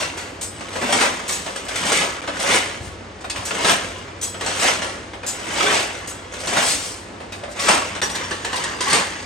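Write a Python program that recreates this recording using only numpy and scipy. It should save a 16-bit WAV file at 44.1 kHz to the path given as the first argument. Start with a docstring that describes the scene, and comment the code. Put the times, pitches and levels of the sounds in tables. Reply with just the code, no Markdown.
"""Ribbed steel rods chatter and scrape as they are hauled hand over hand out of a workshop heap,
about one pull a second, kicking loose bars into clanks. A machine hums further back.
Bars knock down on the heap, their ends clink, feet make the pile ring hollow and tips skid with a hiss.
A shorter, more resonant bundle is handled last. Hard walls add a short reverberation;
twice the sound drops out for an instant."""
import sys
import numpy as np
from scipy import signal
from scipy.fft import rfft, irfft, next_fast_len
from scipy.io import wavfile

SR = 44100
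rng = np.random.default_rng(int(sys.argv[2]) if len(sys.argv) > 2 else 0)


def store_wav(level_fs):
    """Save 16-bit WAV to argv[1]."""
    pcm = np.round(np.clip(np.atleast_2d(level_fs), -1, 1) * 32767)
    wavfile.write(sys.argv[1], SR, pcm.T.astype(np.int16))


N = 407925
T = np.arange(N) / SR


def undb(db):
    """Decibels to gain."""
    return 10 ** (np.asarray(db) / 20)


def unit(x):
    """Scale to rms 1."""
    return x / np.sqrt(np.mean(x ** 2))


def strike(x):
    """Scale a blow so that its first 20 ms have rms 1."""
    return x / np.sqrt(np.mean(x[:SR // 50] ** 2))


def unit_energy(x):
    """Scale a response so that it passes the power of white noise unchanged."""
    return x / np.sqrt(np.sum(x ** 2))


def onset(rise_s):
    """Attack envelope: contact builds up over a moment as more bars touch."""
    return 1 - np.exp(-T[:SR] / rise_s)


def fade(t60):
    """One second of exponential decay, falling 60 dB in t60 seconds."""
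    return np.exp(-np.log(1000) * T[:SR] / t60)


def burst(t60):
    """Decaying noise: modes too dense to tell apart."""
    return rng.standard_normal(SR) * fade(t60)


def ring(hz, t60):
    """One decaying mode with a random phase."""
    return np.sin(2 * np.pi * (hz * T[:SR] + rng.random())) * fade(t60)


def colour(x, curve):
    """Equalise by a curve of (freq_hz, gain_db) points."""
    hz, db = np.transpose(curve)
    size = next_fast_len(x.shape[-1] + 4096, real=True)
    bins_hz = np.maximum(np.arange(size // 2 + 1) * SR / size, 1)
    gain = undb(np.interp(np.log(bins_hz), np.log(hz), db))
    return irfft(rfft(x, size) * gain, size)[..., :x.shape[-1]]


def tint(x, curve):
    """Colour a sound and keep its power."""
    return unit(colour(x, curve)) * np.sqrt(np.mean(x ** 2))


def drift(per_s):
    """Random modulation gliding between values of spread 1."""
    return np.interp(T * per_s, np.arange(4096), rng.standard_normal(4096))


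def add(track, start_s, sound):
    """Mix a sound in at start_s."""
    start = max(int(start_s * SR), 0)
    track[start:start + len(sound)] += sound[:N - start]


def pull(grip_s, full_s, tug_s, hold_s, run_out_s, tug_db, gather_db_per_s):
    """Envelope of one pull: the bars gather speed, surge in a tug, hold and slide to rest."""
    slip_s, stop_s = 0.061, 0.065  # how fast the bars start sliding, and a tug dies as the arm stops
    before = np.minimum(T - full_s, 0)
    after = np.maximum(T - full_s - hold_s, 0)
    slide_db = gather_db_per_s * before - 60 * after / run_out_s
    surge_db = tug_db * (np.exp(-(before / tug_s) ** 2 - (after / stop_s) ** 2) - 1)
    return undb(slide_db + surge_db) * np.clip((T - grip_s) / slip_s, 0, 1)


# Pulls on the rods: grip_s, full_speed_at_s, tug_s, hold_s, chatter_db, scrape_db, scrape_t60_s
ROD_PULLS = [(-0.2, 0.0, 0.09, 0.0085, -24, -28, 0.96), (0.506, 0.967, 0.11, 0.048, -22, -24.5, 1.5),
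             (1.4, 1.933, 0.16, 0.08, -21.5, -23.5, 1.0), (2.314, 2.523, 0.07, 0.034, -18.5, -22, 0.65),
             (3.29, 3.679, 0.088, 0.021, -20, -22.5, 0.9), (4.365, 4.66, 0.055, 0.026, -18.5, -20, 0.69),
             (5.247, 5.664, 0.18, 0.089, -21, -24, 1.14), (6.286, 6.586, 0.097, 0.043, -22, -24.5, .88),
             (7.537, 7.69, 0.059, 0.053, -20, -23, 0.8), (8.012, 8.2, 0.13, 0.02, -28, -36.5, 12),
             (8.436, 8.59, 0.17, 0.12, -29, -39, 0.5), (8.766, 8.94, 0.099, 0.025, -18, -23, 0.85)]
def hauling(chatter_stretch):
    """Envelopes of bouncing and rasping over all pulls; the bouncing dies away more slowly."""
    bounce = rasp = 1e-5
    for *timing, chatter_db, scrape_db, t60 in ROD_PULLS:
        bouncing = pull(*timing, t60 * chatter_stretch, tug_db=7.5, gather_db_per_s=33)
        rasping = pull(*timing, t60, tug_db=6.5, gather_db_per_s=41.5)
        bounce = np.hypot(bounce, undb(chatter_db) * bouncing)
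        rasp = np.hypot(rasp, undb(scrape_db) * rasping)
    return bounce, rasp


def long_bar(t60, ring_db, clack_t60):
    """A bar in the heap: a damped clack and bending modes rising with the square of their number."""
    hz = rng.uniform(5, 10) * (np.arange(4, 46) + .5) ** 2
    strengths = hz ** .25 * rng.standard_normal(len(hz))
    spectrum = np.zeros(SR // 2 + 1, complex)
    spectrum[hz.astype(int)] = strengths * np.exp(2j * np.pi * rng.random(len(hz)))
    ringing = undb(ring_db) * unit_energy(irfft(spectrum) * fade(t60))
    clack = unit_energy(burst(clack_t60))
    return unit_energy((clack + ringing)[:SR // 5])


def rubbing(gain, curve, peak_per_s, scatter_db, jerk_db, ring_db, t60, clack_t60, rods):
    """Ribs catch and slip in jerky streams of tiny blows, denser as the gain rises."""
    out = np.zeros(N)
    speed = np.sqrt(gain / gain.max())
    heap = [long_bar(t60, ring_db, clack_t60) for _ in range(24)]
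    span = int(0.09 * SR)  # a dragged rod meets another bar of the heap every 90 ms
    for _ in range(rods):
        catches = rng.random(N) < peak_per_s * speed / SR
        sizes = undb(scatter_db * np.clip(rng.standard_normal(N), -2, 2)) * rng.choice([-1, 1], N)
        jerks = undb(jerk_db * drift(35))
        blows = gain * unit(catches * sizes * jerks / np.sqrt(speed))
        cuts = np.arange(rng.integers(1, span), N, span)
        for start, contact in zip(np.append(0, cuts), np.split(blows, cuts)):
            add(out, start / SR, signal.fftconvolve(contact, heap[rng.integers(len(heap))]))
    return tint(out, curve) / np.sqrt(rods)


# Tone of the mid-heavy chatter and of the bright scrape: freq_hz, gain_db
CHATTER_EQ = [(50, -42), (140, -5), (215, -3), (270, 0.5), (400, -6.5), (560, -1), (900, -5), (1600, -2.5),
              (2300, -4.5), (3100, -6.5), (4200, -15), (7000, -14.5), (14000, -58)]
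SCRAPE_EQ = [(800, -7.5), (2000, 0), (3300, 1.5), (4600, -0.5), (6200, 0.5), (7200, -0.5), (8500, 3.5),
             (9500, -1.5), (12000, -5), (15500, -12.5)]
def drag(bounce, rasp):
    """The rods bounce over the heap (chatter) while their ribs rasp on each other (scrape)."""
    chatter = rubbing(bounce, CHATTER_EQ, peak_per_s=460, scatter_db=4, jerk_db=1,
                      ring_db=-0.5, t60=0.053, clack_t60=0.019, rods=5)
    scrape = rubbing(rasp, SCRAPE_EQ, peak_per_s=1500, scatter_db=6, jerk_db=3,
                     ring_db=-10.5, t60=0.12, clack_t60=0.024, rods=4)
    return chatter + scrape


def loose_clanks(bounce, level_db, scatter_db, t60, count=1800):
    """Loose bars are kicked as the pull passes over them; each rings briefly at its own pitch."""
    low_hz, high_hz = 330.2, 3493
    out, t = np.zeros(N), T[:SR // 6]
    envelope = (fade(t60) * onset(0.0016))[:len(t)]
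    for when, pitch, size in rng.random((count, 3)):
        hz = low_hz * (high_hz / low_hz) ** pitch
        add(out, when * T[-1], undb(scatter_db * size) * np.sin(2 * np.pi * hz * t) * envelope)
    return undb(level_db) * unit(out) * bounce


# Tone of the workshop's background rumble: freq_hz, gain_db
RUMBLE_EQ = [(25, -9), (60, 11), (130, 5), (280, 8.5), (500, 5.5), (900, -1), (2000, -4), (4000, -14),
             (9000, -20.5), (14000, -50)]
def machinery(rumble_db, hum_hz, hum_db):
    """Machinery further back: a steady rumble and a wavering hum, returned separately."""
    rumble = unit(colour(rng.standard_normal(N), RUMBLE_EQ)) * undb(0.11 * drift(12))
    phase = 2 * np.pi * np.cumsum(hum_hz + 1.64 * drift(13)) / SR
    hum = np.sin(phase) * undb(2.5 * drift(9) + 2 * drift(2))
    return undb(rumble_db) * rumble, undb(hum_db) * unit(hum)


# Tone of a knock's body: freq_hz, gain_db
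THUD_EQ = [(70, -34), (180, 1), (350, 5), (600, 10), (1000, 4.5), (1400, 5), (1850, 4), (2400, 1),
           (3200, -2), (5000, -12.5), (12000, -37)]
# Bars dropping on the heap: start_s, body_db, bright_edge_db, t60_s
BAR_DROPS = [(0.172, -31, -31, 0.52), (0.413, -46, -36.5, .16), (0.607, -36, -41.5, 0.16),
             (0.73, -35.5, -35.5, 0.16), (0.755, -27, -32, 0.37), (0.814, -22.5, -30, 1),
             (0.924, -31, -19.5, 0.19), (1.008, -18.5, -25.5, 0.34), (1.055, -22, -28, 0.1),
             (1.29, -33, -24.5, 0.61), (1.461, -29, -33.5, 0.33), (1.559, -30.5, -31, 0.21),
             (1.682, -33, -28.5, 0.26), (1.756, -36, -23.5, 0.31), (1.865, -30, -28, 0.23),
             (1.918, -22.5, -20.5, 0.35), (2.238, -31.5, -52, 0.17), (2.275, -27, -37, 0.33),
             (2.396, -31, -27.5, 0.97), (3.208, -52, -45, 0.15), (3.242, -29.5, -39.5, 0.18),
             (3.298, -42, -27, 0.17), (3.359, -28, -31, 0.26), (3.507, -25, -44, 0.066),
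             (3.645, -20, -25, 0.52), (3.694, -26, -21.5, 0.15), (3.706, -26, -28, .1),
             (4.077, -37, -55, 0.076), (4.342, -33, -49, 0.22), (4.409, -28.5, -32.5, 0.17),
             (4.461, -28.5, -27.5, 0.45), (4.817, -28, -33, 0.62), (5.132, -30.5, -46, 0.26),
             (5.231, -33, -45, 0.37), (5.603, -26.5, -45, 0.61), (5.791, -27, -28.5, 0.29),
             (6.336, -39, -37, 0.17), (6.401, -41, -31.5, 0.22), (6.47, -31.5, -26, 0.42),
             (6.565, -19.5, -23, 0.4), (7.202, -36.5, -48, 0.33), (7.321, -33.5, -35, 0.35),
             (7.435, -36, -46, 0.22), (7.594, -41, -25, 0.26), (7.683, -16.5, -20.5, 0.32),
             (7.95, -31, -37.5, .3), (8.015, -20.5, -22.5, 0.3), (8.097, -33, -29, 0.13),
             (8.152, -26, -25, 0.14), (8.309, -24.5, -32.5, 0.32), (8.446, -21.5, -27.5, 0.19),
             (8.529, -21.5, -32, 0.18), (8.557, -32, -26, 0.39), (8.638, -33, -27, 0.11),
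             (8.806, -29, -25, 0.22), (8.898, -28, -25, 0.24), (8.928, -16, -16, 0.3)]
def knocks(crack_db, crack_t60, rise_s, uneven_db):
    """A bar lands with a crack and rattles its neighbours; each spot has its own resonances."""
    body, edge = np.zeros((2, N))
    hz = np.geomspace(200, 10000, 110)
    for start_s, body_db, edge_db, t60 in BAR_DROPS:
        envelope = np.hypot(fade(t60), undb(crack_db) * fade(crack_t60)) * onset(rise_s)
        spot_eq = np.column_stack([hz, uneven_db * rng.uniform(-1.15, 1, len(hz))])
        body_hit, edge_hit = colour(rng.standard_normal((2, SR)), spot_eq) * envelope
        add(body, start_s, undb(body_db) * strike(body_hit))
        add(edge, start_s, undb(edge_db) * strike(edge_hit))
    return tint(body, THUD_EQ) + tint(edge, SCRAPE_EQ)


def rebounds(sound, gap_s, drop_db, count=3):
    """A bar bounces a few times after a blow, at uneven gaps, dying away."""
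    bounces, delay_s = np.zeros(N), 0
    for k, (gap, size) in enumerate(rng.uniform(.4, 1.6, (count, 2))):
        delay_s += gap * gap_s
        add(bounces, delay_s, size * undb(drop_db * (k + 2)) * sound)
    return sound + bounces[:len(sound)]


# Bending modes of a struck bar: pitch_hz, level_db, t60_s
BAR_MODES = [(3310, -5, 0.78), (3890, -12, 0.69), (4100, -11, 0.55), (4940, -5, .45), (5265, -0.5, 0.47),
             (5700, -5, .35), (6100, -2, .22), (6400, 2, 0.27), (6380, -2, .33), (6760, 3, 0.38),
             (6880, 0, .2), (7550, -3, 0.38), (7900, 3, 0.46), (8135, -1.5, 0.36), (8500, 7, 0.28),
             (9240, -0.5, 0.4)]
# Bar ends meeting: start_s, level_db, tilt_db_per_octave, favoured_hz, favoured_db, favoured_t60_s
END_HITS = [(0.411, -32, 2, 8156, -32, .8), (0.428, -33.5, 6, 8350, -28, .1),
            (1.279, -31, 8.5, 7700, -41, 0.3), (1.322, -29.5, 5, 8570, -34, .25),
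            (3.452, -30.5, 2, 8000, -48.5, .3), (4.213, -34, -1, 6050, -32, 0.15),
            (4.225, -29, 3, 6110, -25, 0.098), (4.237, -33.5, 13, 7870, -21.5, 0.22),
            (4.246, -46, 0, 6880, -25, 0.13), (5.264, -31, 3, 7600, -31, 0.07),
            (5.276, -32, 0.5, 7330, -25, .22), (5.286, -32, 6, 6930, -24, 0.13),
            (6.074, -35, 2, 3316, -52, 1.3), (6.086, -39, 4, 8900, -40, 0.2),
            (6.094, -48, 5, 6417, -41, 0.25), (8.028, -34, 4, 5720, -17, 0.15),
            (8.034, -44, 6, 5850, -24, .09), (8.114, -39, 7, 5830, -32, 0.4),
            (8.235, -54, 6, 5580, -33, .25)]
def clinks(tick_db, tick_t60, rise_s, gap_s, drop_db):
    """Bar ends strike and bounce: a tick and high modes, one favoured by the point of contact."""
    tick_eq = [(1000, -2), (3500, -3), (6000, -0.5), (8300, 3), (12000, 4.5), (15500, -8)]
    out = np.zeros(N)
    for start_s, level_db, tilt, favoured_hz, favoured_db, favoured_t60 in END_HITS:
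        modes = np.zeros(SR)
        for hz, mode_db, t60 in BAR_MODES:
            tilted_db = mode_db + tilt * np.log2(hz / favoured_hz)
            for detune in 0.00172 * rng.standard_normal(2):  # two bars, never quite alike
                modes += undb(tilted_db + 2.5 * rng.standard_normal()) * ring(hz * (1 + detune), t60)
        tick = strike(colour(burst(tick_t60), tick_eq))
        contact = strike(rebounds(modes, gap_s, drop_db)) + undb(tick_db) * tick
        favoured = undb(favoured_db) * ring(favoured_hz, favoured_t60)
        add(out, start_s, onset(rise_s) * (undb(level_db) * contact + favoured))
    return out


# Footfalls and bumps on the heap: start_s, level_db, pitch_hz, t60_s
FOOTFALLS = [(0.757, -26.5, 547, 0.21), (0.82, -25.5, 255, 0.35), (0.89, -23, 608, 0.26),
             (0.93, -24, 253.4, 0.35), (1.29, -30.5, 550, 0.24), (2.07, -25, 400, 0.13),
             (2.278, -34.5, 289, 0.32), (2.436, -24, 566, 0.18), (2.805, -28, 92.5, .2),
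             (2.87, -33, 78, 0.27), (3.385, -34, 84, 0.12), (3.508, -31.5, 446, 0.6),
             (4.412, -26, 477, 0.29), (5.635, -24, 433.5, 0.52), (6.36, -37, 468, 0.36),
             (6.41, -35, 514, 0.33), (6.46, -38.5, 309, 0.48), (6.72, -35.5, 300, 0.44),
             (6.859, -41, 450, 0.19), (7.432, -29, 585, 0.15), (7.478, -32.5, 631, .25),
             (7.691, -29, 190, 0.23), (7.74, -29, 260, .25), (8.309, -33, 306, 0.33)]
def steps(detune, hollow_db, thump_db, rise_s):
    """Feet press on the heap: a dull thump and a narrow, hollow ring of the bars underneath."""
    out = np.zeros(N)
    for start_s, level_db, hz, t60 in FOOTFALLS:
        thump_eq = [(hz / 3, -25), (hz, 0), (hz * 2, -10), (hz * 10, -35), (hz * 24, -60)]
        thump = colour(burst(t60), thump_eq)
        hollow = sum(size * ring(hz * (1 + detune * rng.standard_normal()), t60) for size in (1, .5, .5))
        step = undb(hollow_db) * strike(hollow) + undb(thump_db) * strike(thump)
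        add(out, start_s, undb(level_db) * step * onset(rise_s))
    return out


# Loose bars that ring out above the drag: start_s, lower_hz, upper_hz, level_db
CLANK_ACCENTS = [(0.925, 780, 3220, -16), (1.046, 1590, 1980, -21), (1.29, 2230, 4450, -27),
                 (1.683, 1570, 3380, -28), (1.757, 2020, 3440, -25.5), (1.929, 1870, 4900, -29),
                 (2.015, 830, 3010, -23), (2.277, 561, 1230, -20), (2.543, 988, 1710, -15.5),
                 (2.56, 1360, 4640, -27), (3.299, 2640, 3360, -28), (3.645, 820, 3830, -18.5),
                 (3.686, 1616, 2030, -14.5), (3.693, 1290, 3280, -22), (4.646, 1830, 2570, -20),
                 (4.818, 600, 2980, -23.5), (5.605, 1300, 3370, -15.5), (5.662, 1545, 3450, -15),
                 (5.7, 1810, 3100, -16), (6.564, 1450, 3810, -17), (6.62, 1600, 2270, -22),
                 (7.322, 2490, 3850, -30), (7.687, 1137, 1510, -21), (8.018, 1790, 2930, -23.5),
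                 (8.151, 1726, 3460, -25), (8.31, 1710, 2620, -26), (8.447, 1890, 4580, -32),
                 (8.531, 1030, 2860, -18), (8.638, 1890, 2760, -21.5), (8.806, 996, 3230, -19.5),
                 (8.87, 1120, 1910, -18), (8.931, 1139, 2630, -14)]
def loud_clanks(upper_db, neighbour_db, detune, t60):
    """A hard-hit loose bar rings in two bending modes, each beating with a close neighbour."""
    out = np.zeros(N)
    for start_s, lower_hz, upper_hz, level_db in CLANK_ACCENTS:
        for hz, mode_db in ((lower_hz, level_db), (upper_hz, level_db + upper_db)):
            mode = ring(hz, t60)
            neighbour = undb(neighbour_db) * ring(hz * (1 + detune * rng.choice([-1, 1])), t60)
            add(out, start_s, undb(mode_db) * (mode + neighbour) * onset(0.0038))
    return out


# Tone of a skid's thin hiss: freq_hz, gain_db
SKID_EQ = [(1500, -10), (4000, -5), (6500, -3), (8500, -0.5), (12000, -7.5), (15500, -10)]
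# Bar tips skidding: peak_s, half_length_s, level_db
TIP_SKIDS = [(1.022, 0.025, -33), (2.558, 0.021, -27.5), (2.86, 0.033, -42), (4.612, 0.0066, -36),
             (5.553, 0.037, -36), (6.695, 0.039, -19), (6.853, 0.065, -31), (7.517, 0.013, -38.5)]
def skids():
    """A bar tip slides along its neighbours: a fluttering hiss that swells and fades."""
    swells = sum(undb(level_db) / np.cosh(np.clip((T - peak_s) / half_s, -20, 20))
                 for peak_s, half_s, level_db in TIP_SKIDS)
    return rubbing(swells, SKID_EQ, peak_per_s=4500, scatter_db=4, jerk_db=-0.5,
                   ring_db=-12, t60=0.09, clack_t60=0.051, rods=3)


# Instants of silence: centre_s
GAPS_S = [2.213, 8.012]
def dropouts(half_gap_s, ramp_s):
    """Gate that cuts the sound for an instant at each gap."""
    distance_s = np.abs(T[:, None] - GAPS_S).min(axis=1)
    return np.clip((distance_s - half_gap_s) / ramp_s, 0, 1)


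# Resonances of the shorter bundle: freq_hz, gain_db
BUNDLE_EQ = [(250, -3), (480, -1.5), (680, -8), (850, -1), (1130, -1), (1400, -4.5), (1800, 1.5),
             (2250, -4.5), (3400, -1.5), (4100, -1), (4700, 1.5), (5300, -1.5), (8000, -1)]
def short_bundle(rods, start_s):
    """From start_s the rods take on the more resonant tone of a shorter bundle beside the machine."""
    return np.where(T < start_s, rods, colour(rods, BUNDLE_EQ))


# Tone of the stereo side signal, keeping bass and high treble near the centre: freq_hz, gain_db
SIDE_EQ = [(30, -8), (60, -15), (125, -10.5), (250, -4.5), (500, 0.5), (1000, 5), (2000, 4.5), (4000, 0.5),
           (6000, 1.5), (8500, -26), (14000, -16)]
def room(dry, wet_db, side_db, t60, early_t60):
    """Reflections from floor and walls, shifting as the contacts move over the heap."""
    tail_eq = [(100, -5.5), (500, -4.5), (3000, -4.5), (9000, -9.5)]
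    tail = colour(unit_energy(burst(t60) * onset(0.0043)), tail_eq)
    mid = dry + undb(wet_db) * signal.oaconvolve(dry, tail)[:N]
    place = np.pi * drift(5)
    side = np.zeros(N)
    for share in (np.cos(place), np.sin(place)):  # crossfade two reflection patterns
        reflections = unit_energy((burst(early_t60) + 0.075 * burst(t60)) * onset(0.00059))
        side += undb(side_db) * signal.oaconvolve(dry * share, colour(reflections, SIDE_EQ))[:N]
    return np.array([mid + side, mid - side]) / np.sqrt(1 + undb(wet_db) ** 2)


def scene():
    """Rods, feet and rumble share the hall; the hum sits dry in the centre."""
    bounce, rasp = hauling(chatter_stretch=1.43)
    rods = drag(bounce, rasp)
    rods += loose_clanks(bounce, level_db=-6.5, scatter_db=5.5, t60=0.069)
    rods += loud_clanks(upper_db=-4.5, neighbour_db=-4.5, detune=0.036, t60=0.11)
    rods += skids()
    rods += knocks(crack_db=5.5, crack_t60=0.028, rise_s=0.002, uneven_db=4.5)
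    rods += clinks(tick_db=3, tick_t60=0.28, rise_s=0.00078, gap_s=0.011, drop_db=-10)
    rods = short_bundle(rods, start_s=8.012)
    rumble, hum = machinery(rumble_db=-37.5, hum_hz=93.9, hum_db=-48.5)
    feet = steps(detune=0.0463, hollow_db=-4, thump_db=-5, rise_s=0.002)
    hall = room(rods + feet + rumble, wet_db=-6, side_db=-6, t60=0.81, early_t60=0.07)
    return (hall + hum) * dropouts(half_gap_s=0.003, ramp_s=0.001)


# Tone of the left port against the right: freq_hz, left_minus_right_db
LEFT_EQ = [(100, 1), (250, -1.5), (1000, 0.7), (2000, -1), (4000, 2.5), (8000, 1)]
# Overall tone, deep bass trimmed and high treble thinned by two narrow dips: freq_hz, gain_db
OUTPUT_EQ = [(20, -11), (55, 0), (9200, 1.5), (9700, -5), (10200, -22), (12000, -2.5), (13200, -42),
             (16000, -6)]
def record(dry):
    """The left port hears the sound one sample early and a little brighter; the top falls steeply."""
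    left = colour(dry[0], LEFT_EQ)
    right = np.append(0, dry[1, :-1])
    lowpass = signal.ellip(8, .2, 70, 15800, fs=SR, output="sos")
    return signal.sosfilt(lowpass, colour(np.array([left, right]), OUTPUT_EQ))


dry = scene()
out = record(dry)
store_wav(out)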